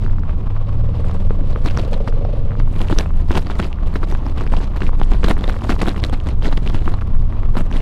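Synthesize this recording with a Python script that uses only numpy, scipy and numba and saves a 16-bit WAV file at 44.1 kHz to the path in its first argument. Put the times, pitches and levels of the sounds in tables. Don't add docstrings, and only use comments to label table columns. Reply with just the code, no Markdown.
import sys
import numpy as np
from scipy import signal
from scipy.fft import rfft, irfft, next_fast_len
from scipy.io import wavfile
from scipy.ndimage import uniform_filter1d
from numba import njit

SR = 44100
rng = np.random.default_rng(int(sys.argv[2]) if len(sys.argv) > 2 else 0)


def invert_db(level):
    return 10 ** (np.asarray(level, dtype=float) / 20)


def unload_wav(signal):
    wavfile.write(
        sys.argv[1],
        SR,
        np.round(np.clip(np.atleast_2d(signal).T, -1, 1) * 32767).astype(np.int16),
    )


N = 344421
T = np.arange(N) / SR


def level(x, db):
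    return x * invert_db(db) / np.sqrt(np.mean(x ** 2))


def curves(table):
    s, *columns = np.transpose(table)
    return [np.interp(T, s, c) for c in columns]


def colour(x, points):
    size = next_fast_len(2 * SR)
    hz, db = np.transpose(points)
    f = np.maximum(np.arange(size // 2 + 1) * SR / size, 1)
    log_gain = np.interp(np.log(f), np.log(hz), db) * np.log(10) / 20
    cepstrum = irfft(log_gain, size)
    cepstrum[1:size // 2] *= 2
    cepstrum[size // 2 + 1:] = 0
    impulse = irfft(np.exp(rfft(cepstrum)), size)[:SR // 2]
    return signal.fftconvolve(x, impulse)[:N]


def ring(x, hz, width):
    return signal.lfilter(*signal.iirpeak(hz, hz / width, SR), x)


def lowpass(x, hz):
    return signal.sosfilt(signal.butter(3, hz, fs=SR, output="sos"), x)


def walk(rate):
    k = int(SR / rate)
    held = np.repeat(rng.standard_normal(N // k + 1), k)
    w = uniform_filter1d(uniform_filter1d(held, k), k)[:N]
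    return w / w.std()


@njit
def grains(s, hz, cycles, size):
    y = np.zeros(N)
    for e in range(len(s)):
        p = np.exp((2j * np.pi - 3 / cycles[e]) * hz[e] / SR)
        z, gap, i = size[e] + 0j, 1., int(s[e] * SR)
        for k in range(i, min(N, i + int(2.5 * cycles[e] * SR / hz[e]))):
            y[k] -= z.imag * (1 - gap)
            z *= p
            gap *= np.exp(-9 * hz[e] / SR)
    return y


def engine():
    # time in seconds, engine cycle rate in Hz, 4th order in dB, 6th order in dB,
    # throttle as the nominal level of the exhaust bark in dB.
    revs = [(0, 24.3, -21, -32, -54), (.2, 21.7, -20, -40, -54), (.43, 17.1, -26, -29, -54),
            (.6, 17.2, -25, -25, -46), (.8, 18.3, -22, -21, -40), (1.05, 19.4, -22, -27, -39),
            (1.5, 21.95, -24, -32, -42), (1.85, 23.6, -29, -42, -37), (2.25, 24.9, -28, -44, -34),
            (2.42, 24.8, -26, -46, -38), (2.52, 24.9, -25, -46, -41), (2.76, 24.8, -26, -46, -50),
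            (3.09, 18.6, -24, -46, -54), (3.4, 18.7, -24, -46, -54), (4.5, 17.8, -26, -40, -54),
            (5.15, 17.3, -28, -36, -54), (6.2, 16.9, -26, -31, -54), (6.85, 17.1, -30, -29, -53),
            (7.2, 17.3, -21, -27, -50), (7.81, 17.6, -32, -32, -52)]
    hz, db4, db6, bark_db = curves(revs)
    turn = np.cumsum(hz) / SR
    pull_db = np.minimum(bark_db + 44, 0)

    firing_s = 2.246
    cycle, phase = np.divmod(turn - turn[int(firing_s * SR)], 1)
    fired = np.flatnonzero(np.diff(cycle))
    strength_db = 1.3 * rng.standard_normal(len(fired))
    size = invert_db(strength_db[np.clip(cycle - cycle[0] - 1, 0, None).astype(int)])
    pulse = (np.exp(-phase / 0.3) + 0.25) * np.minimum(phase / 0.06, 1)
    puff = size * pulse * rng.standard_normal(N)

    bark = exhaust(hz, fired, puff, bark_db)
    tick = lowpass(ring(puff, 2400., 2000.), 4500.)
    return (drone(hz, turn, db4, db6, pull_db) + invert_db(bark_db) * level(bark, 0.27)
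            + invert_db(pull_db) * level(tick, -56) + frame(hz, puff, pull_db))


def drone(hz, turn, db4, db6, pull_db):
    # multiple of the cycle rate,
    # level in dB under throttle at 20 cycles a second.
    orders = [(1, -17), (3, -31), (5, -29), (9, -32)]
    lines = [(4, db4), (6, db6)]
    for k, db in orders:
        lines.append((k, pull_db + db - abs(k - 4) * abs(hz - 20) / 2))
    total = 0
    for k, db in lines:
        gain = np.sqrt(2) * invert_db(db + walk(6))
        total = total + gain * np.sin(2 * np.pi * (k * turn + 0.025 * walk(5) + rng.random()))
    return total


def exhaust(hz, fired, puff, bark_db):
    # resonance in Hz at 22 cycles a second, width in Hz, relative level in dB before the throttle tilt.
    pipe = [(470, 42, 3.5), (555, 60, 3.5), (680, 70, -11)]
    scatter, rise = 0.03, 0.005
    bark = 0
    for f, width, db in pipe:
        pitch = f * (1 + scatter * rng.standard_normal(len(fired)) + rise * (hz[fired] - 22))
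        chance = rng.standard_normal(len(fired))
        starts = fired / SR + 0.002 * np.abs(chance)
        rings = grains(starts, pitch, 3 * pitch / (np.pi * width), invert_db(1.6 * chance))
        gas = ring(ring(puff, f, 2 * width), f, 2 * width)
        tilt_db = 0.8 * (bark_db + 37.5) * min(np.log2(f / pipe[0][0]), 0.3)
        bark = bark + invert_db(db + tilt_db) * (level(ring(rings, f, 3 * width), -4) + level(gas, -2))
    return bark


def frame(hz, puff, pull_db):
    part_hz, width_hz, loss_db = 1110, 130, 1.0
    part = level(ring(ring(puff, part_hz, width_hz), part_hz, 2 * width_hz), -46)
    return invert_db(pull_db / 2 - loss_db * (hz - 14)) * part


def knocks():
    # time in seconds, nominal peak in dB, pitch in Hz,
    # bright edge in dB and thud in dB, both nominal against the peak.
    hits = [(1.307, -16.5, 810, -33, 0), (1.56, -16, 1060, -22, -5.5), (1.659, -12, 813, -26, -10),
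            (1.774, -12, 1140, -5, -10), (2.076, -13.5, 915, -29, -11.5), (2.25, -16.5, 700, -23, -12),
            (2.601, -18, 1083, -40, -8), (2.805, -20, 886, -18.5, -7), (2.9, -16.5, 877, -27, 1),
            (2.926, -10, 995, -32, -1), (2.962, -22.5, 1060, -23, -4.5), (2.987, -8.5, 1670, 2.5, -7),
            (3.06, -21, 795, -6.5, -9.5), (3.308, -10, 923, -20.5, -6), (3.353, -15.5, 850, -17, -11),
            (3.374, -10.5, 788, -23.5, -21.5), (3.469, -19, 1100, -6.5, -4), (3.5, -15.5, 930, -29.5, -8.5),
            (3.595, -13.5, 995, -27, -6.5), (3.628, -18, 1090, -6, -7), (3.94, -25.5, 970, -11.5, -14),
            (3.957, -13, 1300, -27, -7.5), (4.031, -14.5, 1100, -37, -8.5), (4.124, -18.5, 923, -12, -4.5),
            (4.15, -16.5, 980, -31, -17), (4.265, -17.5, 860, -12.5, -5), (4.409, -16, 1044, -29, -14),
            (4.466, -18, 1030, -12.5, -5), (4.538, -11, 890, -29.5, -12), (4.604, -19, 890, -22, -2.5),
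            (4.806, -21.5, 1100, -12.5, -8.5), (4.819, -13.5, 1470, -22, -6), (4.892, -19, 920, -28, -10.5),
            (5.015, -9.5, 833, -36, -18), (5.118, -11, 995, -22.5, -10.5), (5.233, -10, 1224, -26, -6),
            (5.271, -20, 1010, -21, 0.5), (5.284, -20.5, 1170, -4.5, -3), (5.313, -9, 1230, -24, -4.5),
            (5.368, -15, 1090, -30, -8.5), (5.441, -13.5, 1170, -1, -7.5), (5.479, -22, 1930, -3, 2),
            (5.497, -11.5, 1244, -19.5, -14), (5.565, -20, 1060, -18.5, -7), (5.62, -20.5, 970, -25, -6),
            (5.648, -16, 847, -24, -17), (5.694, -9.5, 1120, -34, -7), (5.794, -24, 1014, -18.5, -6.5),
            (5.832, -13, 802, -14, -15), (5.859, -14, 1150, -9, -11), (5.963, -19, 1340, -21.5, -7),
            (6.039, -11, 1920, -1, -12), (6.097, -22, 990, -4, -2), (6.269, -22, 1090, -8.5, -15),
            (6.423, -21.5, 996, -2.5, -9), (6.527, -14, 1090, -9, -10), (6.746, -15.5, 915, -28, -5),
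            (6.878, -10.5, 1120, -33, -11), (6.94, -18.5, 910, -7.5, -16), (7.325, -22.5, 1150, -33, -28),
            (7.433, -22, 1180, -32, -21.5), (7.554, -18.5, 883, -24, -6), (7.569, -15.5, 825, -25.5, -11),
            (7.714, -16.5, 890, -14, -5.5)]
    s, db, hz, edge_db, thud_db = np.transpose(hits)
    e = rng.random((len(s), 4))
    swing = lowpass(grains(s, hz, 2.07 + 0 * s, invert_db(db + 4.0)), 3000.)
    tail = grains(s, hz * (0.74 + 1.03 * e[:, 2]), 7 + 0 * s, invert_db(db - 8.0))
    thud = grains(s, 250 + 300 * e[:, 0], 4.4 + 0 * s, invert_db(db + thud_db + 5.5))
    edge = grains(s, 2500 + 3500 * e[:, 1], 18.7 + 0 * s, invert_db(db + edge_db - 3.5))
    jolt = grains(s - 0.012, 30 + 40 * e[:, 3], 0.59 + 0 * s, invert_db(db + 13.0))
    return swing + edge + lowpass(tail + thud + jolt, 3000.)


def clatter():
    shake_db, treble_db = shaking()
    shake = invert_db(shake_db)
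    e = rng.random((18000, 4))
    s = np.repeat(e[::3, 0], 3) * N / SR
    hz = 170 * (13000 / 170) ** e[:, 1]
    strength = invert_db(-3.0 * np.log(e[:, 2] + 0.026))
    ticks = grains(s, hz, 1 + 6.5 * e[:, 3] ** 2, strength * hz)
    blows = np.bincount((s * SR).astype(int), strength, N)
    chatter = rng.standard_normal(N) * signal.lfilter([1], [1, -np.exp(-1 / (0.0017 * SR))], blows)
    ticks = level(ticks, -1.5) + level(chatter, -4.0)
    clumps = level(ticks * invert_db(4.3 * np.minimum(walk(120), 1.5)), 0)
    scrape = rng.standard_normal(N) * invert_db(4.3 * np.minimum(walk(70), 1))
    # frequency in Hz, relative density in dB per Hz before the band split.
    spectrum = [(88, -20.5), (170, -1), (440, -10), (632, -12.5), (1600, -18.5), (2460, -22), (4000, -25),
                (6010, -36.5), (8370, -39.5), (15600, -51)]
    body = colour(clumps + level(scrape, -10.5), spectrum)
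    low = signal.sosfilt(signal.butter(2, 1100., fs=SR, output="sos"), body)
    high = level(body - low, 8.94)
    treble = signal.sosfilt(signal.butter(3, 5500., "high", fs=SR, output="sos"), high)
    bright = shake * (high + (invert_db(treble_db) - 1) * treble)
    smooth_shake = uniform_filter1d(uniform_filter1d(shake, SR // 10), SR // 10)
    sizzle = smooth_shake * invert_db(-4.0) * np.roll(treble, N // 2)
    return bright + sizzle + invert_db(0.76 * shake_db) * level(low, 4.66)


def shaking():
    # time in seconds, shaking in dB,
    # time to fall by die_away_db in seconds, treble in dB against the shaking.
    bursts = [(.03, -47.5, 0.094, -4), (1.1, -51, 0.54, 2), (1.506, -42, 0.06, 0), (1.676, -37, 0.089, 1.5),
              (1.799, -42.5, 0.14, -0.5), (1.938, -39.5, 0.042, 0.5), (2.083, -41, 0.056, -3.5),
              (2.598, -44, 0.024, -3), (2.8, -39.5, 0.14, 4), (2.909, -34.5, 0.051, 2),
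              (2.995, -28, 0.049, 4), (3.183, -40, 0.039, 2.5), (3.318, -34, 0.034, -2),
              (3.369, -29, 0.033, 1.5), (3.508, -44, 0.13, -3.5), (3.6, -28, 0.017, -4),
              (3.638, -33, 0.046, 0), (3.876, -46, 0.027, -1), (3.951, -37.5, 0.054, 2),
              (4.037, -37, 0.019, -6.5), (4.115, -40, 0.059, 2), (4.161, -41.5, 0.05, 1),
              (4.27, -44, 0.053, -1), (4.405, -41.5, 0.094, -1.5), (4.553, -37.5, 0.079, 0),
              (4.62, -44, 0.099, -8), (4.767, -35.5, 0.013, 1), (4.837, -39, 0.091, -3),
              (5.019, -37, 0.035, -3.5), (5.126, -39.5, 0.087, -3), (5.244, -30.5, 0.028, -4.5),
              (5.289, -30, 0.031, 4.5), (5.309, -26, 0.028, 3), (5.443, -35.5, 0.019, -3.5),
              (5.491, -40, 0.19, 0.5), (5.641, -32.5, 0.017, 0), (5.707, -28, 0.038, 1),
              (5.815, -32, 0.038, -2), (5.88, -35, 0.06, 3), (5.908, -39.5, 0.013, 0),
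              (5.973, -40, 0.047, 1), (6.046, -32.5, 0.035, 4), (6.136, -37.5, 0.049, 0),
              (6.29, -39.5, 0.041, 0), (6.457, -32.5, 0.046, -3.5), (6.532, -38, .04, 1),
              (6.575, -35, 0.0093, -3), (6.671, -41, 0.085, -1.5), (6.753, -36.5, 0.053, 1),
              (6.888, -41, 0.11, 2.5), (7.015, -50, 0.02, -2), (7.586, -35, 0.068, 4.5),
              (7.762, -38, 0.078, 1)]
    rest_db, die_away_db = -61.5, 20
    rise_share = 0.83
    power, bright = invert_db(2 * rest_db), 0
    for s, db, fall_s, treble_db in bursts:
        away = np.where(T < s, (s - T) / rise_share, T - s) / fall_s
        burst = invert_db(2 * np.maximum(db - die_away_db * away, -120))
        power = power + burst
        bright = bright + burst * treble_db
    return 10 * np.log10(power), bright / power


def clicks():
    # time in seconds, nominal peak in dB, pitch in Hz.
    bright_clicks = [(1.6616, -21, 4660), (1.6859, -20.5, 2650), (1.7007, -18.5, 2810),
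                     (1.797, -21.5, 2820), (2.084, -29, 2890), (2.793, -21, 2930), (2.816, -19, 3150),
                     (2.885, -21, 2820), (2.9065, -30, 2470), (2.9865, -8.5, 3650), (3.301, -26, 2950),
                     (3.3285, -21.5, 2840), (3.354, -17, 2960), (3.3735, -17.5, 2830), (3.5903, -26, 3600),
                     (3.6273, -23, 3060), (3.729, -22.5, 2760), (3.4205, -31.5, 2800),
                     (3.5133, -28.5, 2710), (3.5995, -23, 2600), (3.645, -24.5, 2600),
                     (4.1496, -26.5, 2570), (4.4, -28.5, 2900), (4.475, -25, 2490), (4.5667, -21.5, 2930),
                     (4.806, -27, 2820), (4.822, -20.5, 2720), (4.8665, -20.5, 2450), (5.0152, -26.5, 3140),
                     (5.0336, -20.5, 3170), (5.1157, -24, 2660), (5.23, -23, 2450), (5.2862, -20, 2950),
                     (5.3105, -15.5, 2820), (5.4395, -26, 3000), (5.4782, -22, 3600), (5.2418, -26.5, 3540),
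                     (5.805, -25, 4020), (5.8677, -21.5, 3370), (5.892, -16, 3840), (5.9983, -29, 2800),
                     (6.0307, -27.5, 2660), (6.039, -16.5, 3750), (6.048, -15, 3700), (6.145, -26.5, 2160),
                     (6.2015, -25, 2960), (6.2899, -34, 4200), (6.446, -19, 2700), (6.525, -27, 3080),
                     (6.5727, -20, 3050), (6.6757, -16.5, 2780), (6.746, -23, 2930), (6.791, -25.5, 2850),
                     (7.011, -29, 2570), (7.5797, -24, 2880), (7.727, -22, 2840), (7.7685, -22, 3220)]
    s, db, hz = np.transpose(bright_clicks)
    upper_hz = hz * (1.1 + 2.1 * rng.random(len(s)))
    lower = grains(s, hz, 5.1 + 0 * s, invert_db(db + 3.5))
    upper = grains(s, upper_hz, 11.0 + 0 * s, invert_db(db - 31.0))
    return lower + upper


def dull_ticks():
    # time in seconds, nominal peak in dB.
    tick_times = [(0.063, -24), (0.184, -24.5), (0.235, -25), (0.295, -25.5), (0.693, -30.5), (1.044, -22),
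                  (1.096, -21.5), (1.147, -24), (2.125, -24), (2.518, -24.5), (2.553, -25.5),
                  (2.676, -28.5), (2.848, -27), (3.106, -26.5), (4.759, -26), (4.932, -27), (5.378, -24),
                  (5.542, -22), (5.764, -20.5), (5.945, -25.5), (6.212, -30.5), (6.979, -34.5),
                  (7.015, -25.5), (7.021, -22.5), (7.151, -28.5), (7.179, -36), (7.223, -33)]
    strays_per_s, weakest_db, range_db = 5.7, -30.5, 13.0
    e = rng.random((int(strays_per_s * N / SR), 3))
    stray_db = weakest_db + range_db * e[:, 2]
    stray = grains(e[:, 0] * N / SR, 800 + 900 * e[:, 1], 1.8 + 0 * e[:, 1], invert_db(stray_db))
    s, db = np.transpose(tick_times)
    listed = grains(s, 900 + 500 * rng.random(len(s)), 2.56 + 0 * s, invert_db(db + 7.0))
    return lowpass(stray + listed, 2600.)


def tyres():
    # frequency in Hz, relative density in dB per Hz.
    spectrum = [(90, -12.5), (170, -1.5), (230, -9), (320, -14.5), (530, -10.5), (860, -13), (1100, -11.5),
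                (1600, -25), (3200, -30), (5000, -41), (7000, -52), (11000, -55.5), (15600, -90.5)]
    grit = invert_db(3 * walk(110) + 1.2 * walk(12))
    return level(colour(rng.standard_normal(N) * grit, spectrum), -40.5)


def wind():
    # time in seconds, rumble level in dB before the random gusts.
    strength = [(0, -9.5), (.7, -15.5), (1.4, -12.5), (2.2, -12.5), (2.8, -13), (3.7, -15), (4.3, -11.5),
                (4.6, -13.5), (5.3, -11), (5.9, -16), (6.6, -11.5), (7.2, -14.5), (7.81, -12)]
    # frequency in Hz, relative density in dB per Hz.
    spectrum = [(3, -38), (7, -22), (12, -1.5), (16, -0.5), (21, 3), (27, -5), (36, -7.5), (50, -15.5),
                (90, -19.5), (170, -27), (400, -45), (900, -86), (16000, -101)]
    gusts_per_s, gust_db = 7, 1.0
    deep = level(colour(rng.standard_normal(N), spectrum), 0)
    band = signal.butter(2, [110., 320.], "band", fs=SR, output="sos")
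    flutter = signal.sosfilt(band, rng.standard_normal(N)) * invert_db(4.5 * walk(22))
    deep_db = curves(strength)[0] + gust_db * walk(gusts_per_s)
    return invert_db(deep_db) * deep + level(flutter, -41.5)


def scene():
    return (engine() + knocks() + clatter() + clicks() + dull_ticks() + tyres() + wind())[None]


def low_pass(x):
    return signal.sosfilt(signal.butter(12, 15730, fs=SR, output="sos"), x)


def record(dry):
    rounded = np.tanh(1.06 * dry + 0.3)
    mix = rounded - rounded.mean()
    return low_pass(mix)


dry = scene()
out = record(dry)
unload_wav(out)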